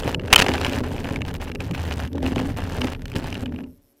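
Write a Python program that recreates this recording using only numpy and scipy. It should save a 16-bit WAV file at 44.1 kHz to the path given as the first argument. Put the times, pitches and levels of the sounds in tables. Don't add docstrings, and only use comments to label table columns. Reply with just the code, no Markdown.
import sys
import numpy as np
from scipy import signal
from scipy.io import wavfile
from scipy.ndimage import uniform_filter1d

SR = 44100
rng = np.random.default_rng(int(sys.argv[2]) if len(sys.argv) > 2 else 0)


def digitize_waveform(pressure):
    field = np.atleast_2d(pressure).T
    bounded = np.clip(field, -1, 1)
    quanta = np.round(bounded * 32767).astype(np.int16)
    wavfile.write(sys.argv[1], SR, quanta)


N = 176400
T = np.arange(N) / SR


def amp(db):
    return 10 ** (np.asarray(db) / 20)


def unit(x):
    return x / np.sqrt(np.mean(x ** 2) + 1e-20)


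def level(points):
    return amp(np.interp(T, *np.transpose(points)))


def add(mix, start_s, sound):
    part = mix[max(round(start_s * SR), 0):][:len(sound)]
    part += sound[:len(part)]


def colour(x, spectrum):
    size = 16384
    hz, db = np.transpose(spectrum)
    log_hz = np.log(abs(np.fft.fftfreq(size, 1 / SR)) + 1)
    log_gain = np.log(amp(np.interp(log_hz, np.log(hz), db)))
    minimum_phase = np.exp(np.conj(signal.hilbert(log_gain)))
    taps = np.fft.ifft(minimum_phase).real[:size // 2]
    return signal.fftconvolve(x, taps / np.linalg.norm(taps))[:len(x)]


# freq_hz, gain_db
HISS_SPECTRUM = [(30, 4), (500, 7.5), (1000, 5.5), (4000, 3), (10000, 0.5), (15000, -2), (16000, -22.5)]
# freq_hz, gain_db
BUZZ_SPECTRUM = [(3000, -22.5), (4900, -20.5), (5400, -7), (6200, -19), (7500, -20.5), (8100, -13),
                 (8800, -20.5), (9700, -8), (10200, -17.5), (11300, -2.5), (11800, -1), (12300, -8),
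                 (15000, -10.5), (15800, -39.5)]

def electronics(buzz_hz=134, pulse_s=.0025, every_s=.15, burst_s=.118):
    gate = (T - 3.665) % every_s < burst_s
    pulses = np.exp(-(T % (1 / buzz_hz)) / pulse_s) * gate
    hiss = amp(-74.5) * colour(rng.standard_normal(N), HISS_SPECTRUM)
    buzz = amp(-69) * unit(colour(pulses * rng.standard_normal(N), BUZZ_SPECTRUM))
    return hiss + buzz


# pitch_hz, level_db, t60_s
SHELL_MODES = [(74, -11, .6), (118.2, -20, .4), (244, -4.5, 0.79), (287, -9.5, .35), (363, -12.5, .35),
               (434, -11.5, .7), (555, -10.5, .8), (584, -9.5, .6), (650, -23, .5)]

def shell(body):
    t = np.arange(SR) / SR
    tremor = amp(-20.5) * rng.standard_normal(N)
    ring = sum(amp(db - 60 * t / t60) * np.cos(2 * np.pi * hz * t) * 2 * np.log(1000) / (t60 * SR)
               for hz, db, t60 in SHELL_MODES)
    return amp(-8) * signal.fftconvolve(body + tremor, ring)[:N]


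def drone(spectrum, steady_s):
    x = colour(rng.standard_normal(N + SR), spectrum)[SR:]
    power = abs(uniform_filter1d(x ** 2, int(steady_s * SR)))
    return x / np.sqrt(power + 1e-9)


# time_s, level_db
SWAY_LEVELS = [(0.0, -36), (0.09, -47), (1.1, -37.5), (1.3, -48), (1.36, -37), (2.28, -62), (2.33, -41.5),
               (3.34, -39), (4.0, -74.5)]
JUDDER_LEVELS = [(0.0, -37), (0.07, -28), (0.52, -36.5), (0.54, -27), (1.09, -32.5), (1.28, -29),
                 (1.57, -38.5), (1.59, -31), (2.05, -29), (2.08, -36), (2.22, -29), (2.87, -29),
                 (2.93, -35.5), (3.13, -36), (3.16, -25.5), (3.19, -31.5), (3.54, -34.5), (4.0, -78.5)]
BOOM_LEVELS = [(0.0, -48), (0.05, -32), (0.21, -40.5), (0.51, -29.5), (0.54, -34.5), (0.83, -26),
               (0.87, -35), (1.24, -34.5), (1.28, -39.5), (2.1, -38.5), (2.16, -31), (2.51, -30),
               (2.54, -60), (2.58, -31.5), (2.75, -41), (2.84, -25.5), (2.9, -39.5), (3.12, -46.5),
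               (3.15, -34.5), (3.35, -36), (3.42, -32.5), (3.64, -34), (3.8, -65), (4.0, -82.5)]
HOLLOW_LEVELS = [(0.0, -39), (0.04, -28), (0.31, -32), (0.32, -26), (1.47, -39), (1.96, -40), (2.1, -46.5),
                 (2.15, -32), (2.44, -39), (2.52, -42.5), (2.85, -31.5), (2.94, -41), (3.13, -45),
                 (3.15, -29), (3.19, -40), (3.63, -41), (3.78, -65), (4.0, -68.5)]
# freq_hz, gain_db
SWAY_SPECTRUM = [(5, -25), (20, -30.5), (31, 8.5), (48, -5), (90, -32), (400, -79)]
JUDDER_SPECTRUM = [(20, -39.5), (52, -26.5), (75, 4.5), (110, -2), (140, -8), (175, -6.5), (230, -21),
                   (400, -48.5), (1000, -77.5)]
BOOM_SPECTRUM = [(80, -48.5), (190, -16), (232, -6), (246, 0.5), (256, -4), (266, 2), (280, -2), (300, -10),
                 (450, -34), (1200, -78.5)]
HOLLOW_SPECTRUM = [(150, -37.5), (330, -2.5), (440, 1.5), (510, -4.5), (590, -2), (670, -17), (850, -18.5),
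                   (1100, -26.5), (1500, -34), (4000, -66.5)]

def shaking():
    sway = amp(2) * level(SWAY_LEVELS) * drone(SWAY_SPECTRUM, steady_s=.22)
    judder = amp(.5) * level(JUDDER_LEVELS) * drone(JUDDER_SPECTRUM, steady_s=.11)
    boom = level(BOOM_LEVELS) * drone(BOOM_SPECTRUM, steady_s=.12)
    hollow = amp(-4.5) * level(HOLLOW_LEVELS) * drone(HOLLOW_SPECTRUM, steady_s=.15)
    return sway + judder + boom + hollow


# start_s, end_s, pitch_hz, level_db
MOUNT_CHATTER = [(1.49, 1.555, 268, -36), (1.698, 1.738, 172, -23), (1.754, 2.07, 77.1, -26),
                 (2.141, 2.199, 278, -25.5), (2.227, 2.335, 258, -21.5), (2.41, 2.517, 277, -27.5),
                 (3.4, 3.666, 250, -35)]

def chatter(waver_depth=.022, fade_s=.0089):
    out = np.zeros(N)
    for start, end, hz, db in MOUNT_CHATTER:
        waver = unit(uniform_filter1d(rng.standard_normal(N), SR // 25))
        pitch_hz = hz * (1 + waver_depth * waver)
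        swell = np.clip(np.minimum(T - start, end - T) / fade_s, 0, 1)
        out += amp(db) * swell * np.sin(2 * np.pi * np.cumsum(pitch_hz) / SR)
    return out


# pitch_hz, level_db, t60_s
MOUNT_MODES = [(78, -13, 0.18), (113, -11, 0.26), (172, -4, 0.058), (250.6, -5, 0.14), (290, -8.5, 0.13),
               (343, -12.5, 0.21), (415, -8, 0.11), (528, -8, 0.11), (809, -9, 0.038)]
# start_s, level_db
GROUND_BUMPS = [(0.052, -19.5), (0.391, -13), (0.486, -12.5), (.805, -20), (.939, -21), (1.105, -17.5),
                (1.496, -24.5), (1.547, -27), (1.605, -27), (1.707, -24), (2.149, -23), (2.229, -16),
                (2.317, -28), (2.361, -14.5), (2.413, -20), (2.487, -24), (2.841, -17), (3.156, -17.5),
                (3.425, -27.5)]

def bumps():
    out, t = np.zeros(N), np.arange(SR // 3) / SR
    for start, db in GROUND_BUMPS:
        for k, (hz, mode_db, t60) in enumerate(MOUNT_MODES):
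            tone = (-1) ** k * np.sin(2 * np.pi * hz * rng.uniform(.94, 1.04) * t)
            add(out, start, amp(db + mode_db - 60 * t / t60) * tone)
    return out


# start_s, end_s, first_db, last_db
DIRT_SLIDES = [(0, 0.057, -26.5, -48), (0.041, 0.152, -29, -34.5), (0.23, 0.33, -74, -36),
               (.379, .48, -27.5, -34), (0.47, 0.694, -33, -30), (0.701, 0.818, -31, -34.5),
               (0.83, 1.178, -38, -37), (1.251, 1.318, -36, -37.5), (1.341, 1.368, -38, -40),
               (1.399, 1.505, -33.5, -43), (1.599, 1.726, -34.5, -47.5), (1.733, 2.067, -33.5, -35),
               (2.226, 2.338, -35, -34.5), (2.35, 2.402, -37, -29.5), (2.408, 2.539, -35, -41),
               (2.564, 2.802, -37, -37), (2.807, 2.935, -31.5, -38), (3.019, 3.129, -60, -49),
               (3.151, 3.309, -35.5, -35), (3.294, 3.439, -42, -42)]

def pressure(patch_s=.018, patchy_db=2.5, edge_s=.0025):
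    slides = np.zeros(N)
    for start, end, first_db, last_db in DIRT_SLIDES:
        ramp = amp(np.interp(T, [start, end], [first_db, last_db]))
        slides = np.maximum(slides, ramp * (T >= start) * (T < end))
    ground = unit(uniform_filter1d(rng.standard_normal(N), int(patch_s * SR)))
    patches = amp(patchy_db * (np.minimum(ground, 1) - .35))
    return abs(uniform_filter1d(slides, int(edge_s * SR))) * patches


def choking(pressed, max_per_s=42, choke_s=.0026, depth_db=-50, edge_hz=3500):
    blocked = np.zeros(N)
    chance = max_per_s / SR * np.minimum(pressed / amp(-38), 1)
    starts = np.flatnonzero(rng.random(N) < chance)
    for at, length_s in zip(starts, choke_s * rng.uniform(.4, 1.5, len(starts))):
        blocked[at:at + int(length_s * SR)] = 1
    pole = np.exp(-2 * np.pi * edge_hz / SR)
    return 1 - (1 - amp(depth_db)) * signal.lfilter([1 - pole], [1, -pole], blocked)


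def grit(spectrum, per_s, spread_db, rub, grain_s):
    strikes = rng.random(N) < per_s / SR
    sizes = amp(spread_db * np.minimum(rng.exponential(1, N), 3))
    power = signal.lfilter([1], [1, -np.exp(-2 / (grain_s * SR))], strikes * sizes ** 2)
    power = power / power.mean() + rub
    power /= uniform_filter1d(power, SR // 8)
    return colour(np.sqrt(power) * rng.standard_normal(N), spectrum)


# freq_hz, gain_db
DIRT_SPECTRUM = [(150, -28), (400, 5.5), (850, 6.5), (1200, -1), (1700, 1.5), (2100, -3.5), (2900, -2),
                 (3700, -11), (5500, -18), (8000, -25), (14500, -34.5), (16500, -46)]
SAND_SPECTRUM = [(300, -8), (1000, -2), (3000, -0.5), (4500, -1), (8000, -5), (12000, -9.5), (15000, -10.5),
                 (16300, -24)]
# time_s, level_db
LOOSE_LEVELS = [(0, -84), (.3, -35), (.44, -26.5), (.9, -45), (1.2, -45), (1.57, -56), (2.1, -53),
                (2.17, -44), (2.9, -48.5), (3.05, -53.5), (3.6, -48.5), (3.66, -59.5), (3.72, -80),
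                (4, -94.5)]

def scraping(pressed):
    dirt = pressed * grit(DIRT_SPECTRUM, per_s=330, spread_db=4, rub=.26, grain_s=.00081)
    sizzle = amp(-48.5) * (pressed / amp(-37)) ** .93
    sand = sizzle * grit(SAND_SPECTRUM, per_s=230, spread_db=-.5, rub=.02, grain_s=.00022)
    loose = level(LOOSE_LEVELS) * grit(DIRT_SPECTRUM, per_s=80, spread_db=4.5, rub=.066, grain_s=.0025)
    return dirt + sand + loose


def bursts(rows, spectrum):
    out, t = np.zeros(N), np.arange(SR // 25) / SR
    for start, db, decay_s in rows:
        add(out, start, amp(db) * np.exp(-t / decay_s) * rng.standard_normal(len(t)))
    return colour(out, spectrum)


# start_s, level_db
STONE_SNAPS = [(0.0602, -28), (0.088, -30), (0.093, -33), (0.259, -27), (0.278, -26.5), (.6328, -40),
               (.696, -16), (.7335, -26.5), (1.341, -17.5), (1.416, -22), (1.518, -29), (1.551, -23),
               (1.606, -22), (1.711, -20.5), (2.076, -27), (2.131, -27.5), (2.155, -30.5), (2.228, -43),
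               (2.841, -24.5), (3.02, -27.5), (3.056, -19.5), (3.081, -29), (3.1, -29), (3.118, -24),
               (3.156, -21), (3.344, -20.5)]
# freq_hz, gain_db
SNAP_SPECTRUM = [(300, -1), (1000, 1.5), (3000, 5.5), (4500, 0), (8000, -7), (12000, -12.5), (15000, -12),
                 (16500, -27)]

def stones(decay_s=.0013):
    return amp(-7) * bursts([(start, db, decay_s) for start, db in STONE_SNAPS], SNAP_SPECTRUM)


# freq_hz, gain_db
CRACK_SPECTRUM = [(60, 2.5), (400, -1.5), (1000, 3), (1800, 3), (2900, 6), (3600, -1.5), (4400, -4.5),
                  (5500, -6.5), (8000, -15), (12000, -22), (16500, -29)]
# pitch_ratio, level_db, t60_s
CASE_MODES = [(.33, -14, 0.01), (.44, -15, 0.013), (.62, -16.5, 0.015), (.87, -9, 0.013), (1, -4.5, 0.011),
              (1.08, -16, .018), (1.45, -15.5, 0.0054)]
# start_s, level_db, pitch_hz
CASE_CLACKS = [(.034, -18, 3220), (.146, -7, 2980), (.1965, -20, 2840), (0.3599, 20.5, 3095),
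               (0.516, -13, 2700), (0.58, -9, 2640), (0.733, -12.5, 2900), (0.981, -21, 2470),
               (1.0443, -18, 2420), (1.108, -19.5, 2962), (1.16, -11.5, 2520), (1.2183, -11, 2730),
               (1.341, -25, 3000), (1.351, -18, 2820), (1.481, -23, 2730), (1.517, -17.5, 2850),
               (1.5565, -19, 2800), (1.6043, -19.5, 2680), (1.713, -23.5, 3000), (1.75, -17.5, 2740),
               (1.923, -17, 2900), (2.2631, -12.5, 2855), (2.3812, -12, 2740), (2.8166, -6, 2760),
               (2.949, -25, 2745), (3.057, -25, 3000), (3.1176, -27, 2820), (3.1385, -26, 3050),
               (3.327, -14.5, 2800), (3.353, -16, 2880), (3.4588, -18, 2897), (3.479, -39, 2800),
               (3.525, -43, 2770), (3.5614, -29.5, 2850), (3.607, -36, 2780), (3.64, -32, 2880)]

def clacks(tick_s=.00089, attack_s=.0003):
    out, t = np.zeros(N), np.arange(SR // 20) / SR
    attack = 1 - np.exp(-t / attack_s)
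    for start, db, hz in CASE_CLACKS:
        ring = np.zeros(len(t))
        for ratio, mode_db, t60 in CASE_MODES:
            cycles = hz * ratio * rng.uniform(.91, 1.03) * t + rng.random()
            ring += amp(mode_db - 60 * t / t60) * np.sin(2 * np.pi * cycles)
        tick = amp(-10) * np.exp(-t / tick_s) * rng.standard_normal(len(t))
        add(out, start, amp(db) * (ring * attack + colour(tick, CRACK_SPECTRUM)))
    return out


# start_s, level_db, decay_s
CRASH_BLOWS = [(.3272, -5, 0.00084), (0.3284, 24.5, .0007), (.3305, 13, .0009), (0.3322, -10, .0007),
               (0.334, -10, .0005), (0.3358, 22, .0005), (0.3384, 1, .0003), (0.3395, -6, .001),
               (.345, -1.5, .001), (0.379, -8.5, 0.0032), (0.385, -8, .004), (.392, 0, .0012),
               (.396, 4, .0005), (0.4, 0.5, .0016), (0.4121, -13, 0.0028), (0.416, -7, 0.004),
               (.4214, 1, .0018), (0.4239, -7, 0.0027), (.484, -10.5, .0018), (0.4904, -14, .003),
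               (0.538, -14, 0.0025), (0.6141, -12.5, 0.0011), (0.632, -24, .003), (0.6473, -8.5, 0.0017),
               (0.6642, -16.5, 0.0055), (2.36, -19, 0.0018), (2.391, -24, .002), (2.8446, -18.5, 0.0022),
               (2.87, -23, 0.0062), (3.162, -19, 0.0036)]

def blows():
    return amp(-3.5) * bursts(CRASH_BLOWS, CRACK_SPECTRUM)


# freq_hz, gain_db
FIZZ_SPECTRUM = [(200, -25), (600, -2), (1000, 0), (2200, -5), (4000, -3), (7000, -8), (14000, -13),
                 (16500, -24)]

def scene(rest_s=3.77, rest_db_per_s=65, fizz_db=-21):
    pressed = pressure()
    scrape = scraping(pressed)
    hits = blows() + stones() + clacks()
    settling = amp(-rest_db_per_s * np.maximum(T - rest_s, 0))
    body = (shaking() + chatter()) * settling + bumps()
    mid = (body + shell(body) + scrape) * choking(pressed) + hits + electronics()
    crackle = scrape + np.clip(hits, -.5, .5)
    envelope = np.sqrt(abs(uniform_filter1d(crackle ** 2, size=64)))
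    fizz = amp(fizz_db) * colour(envelope * rng.standard_normal(N), FIZZ_SPECTRUM)
    return np.array([mid + fizz, mid - fizz])


def record(dry, ceiling_db=-1.5, cutoff_hz=16100):
    clipped = np.clip(dry, -amp(ceiling_db), amp(ceiling_db))
    lowpass = signal.firwin(255, cutoff_hz, window=("kaiser", 9), fs=SR)
    return signal.oaconvolve(clipped, lowpass[None], "same")


dry = scene()
out = record(dry)
digitize_waveform(out)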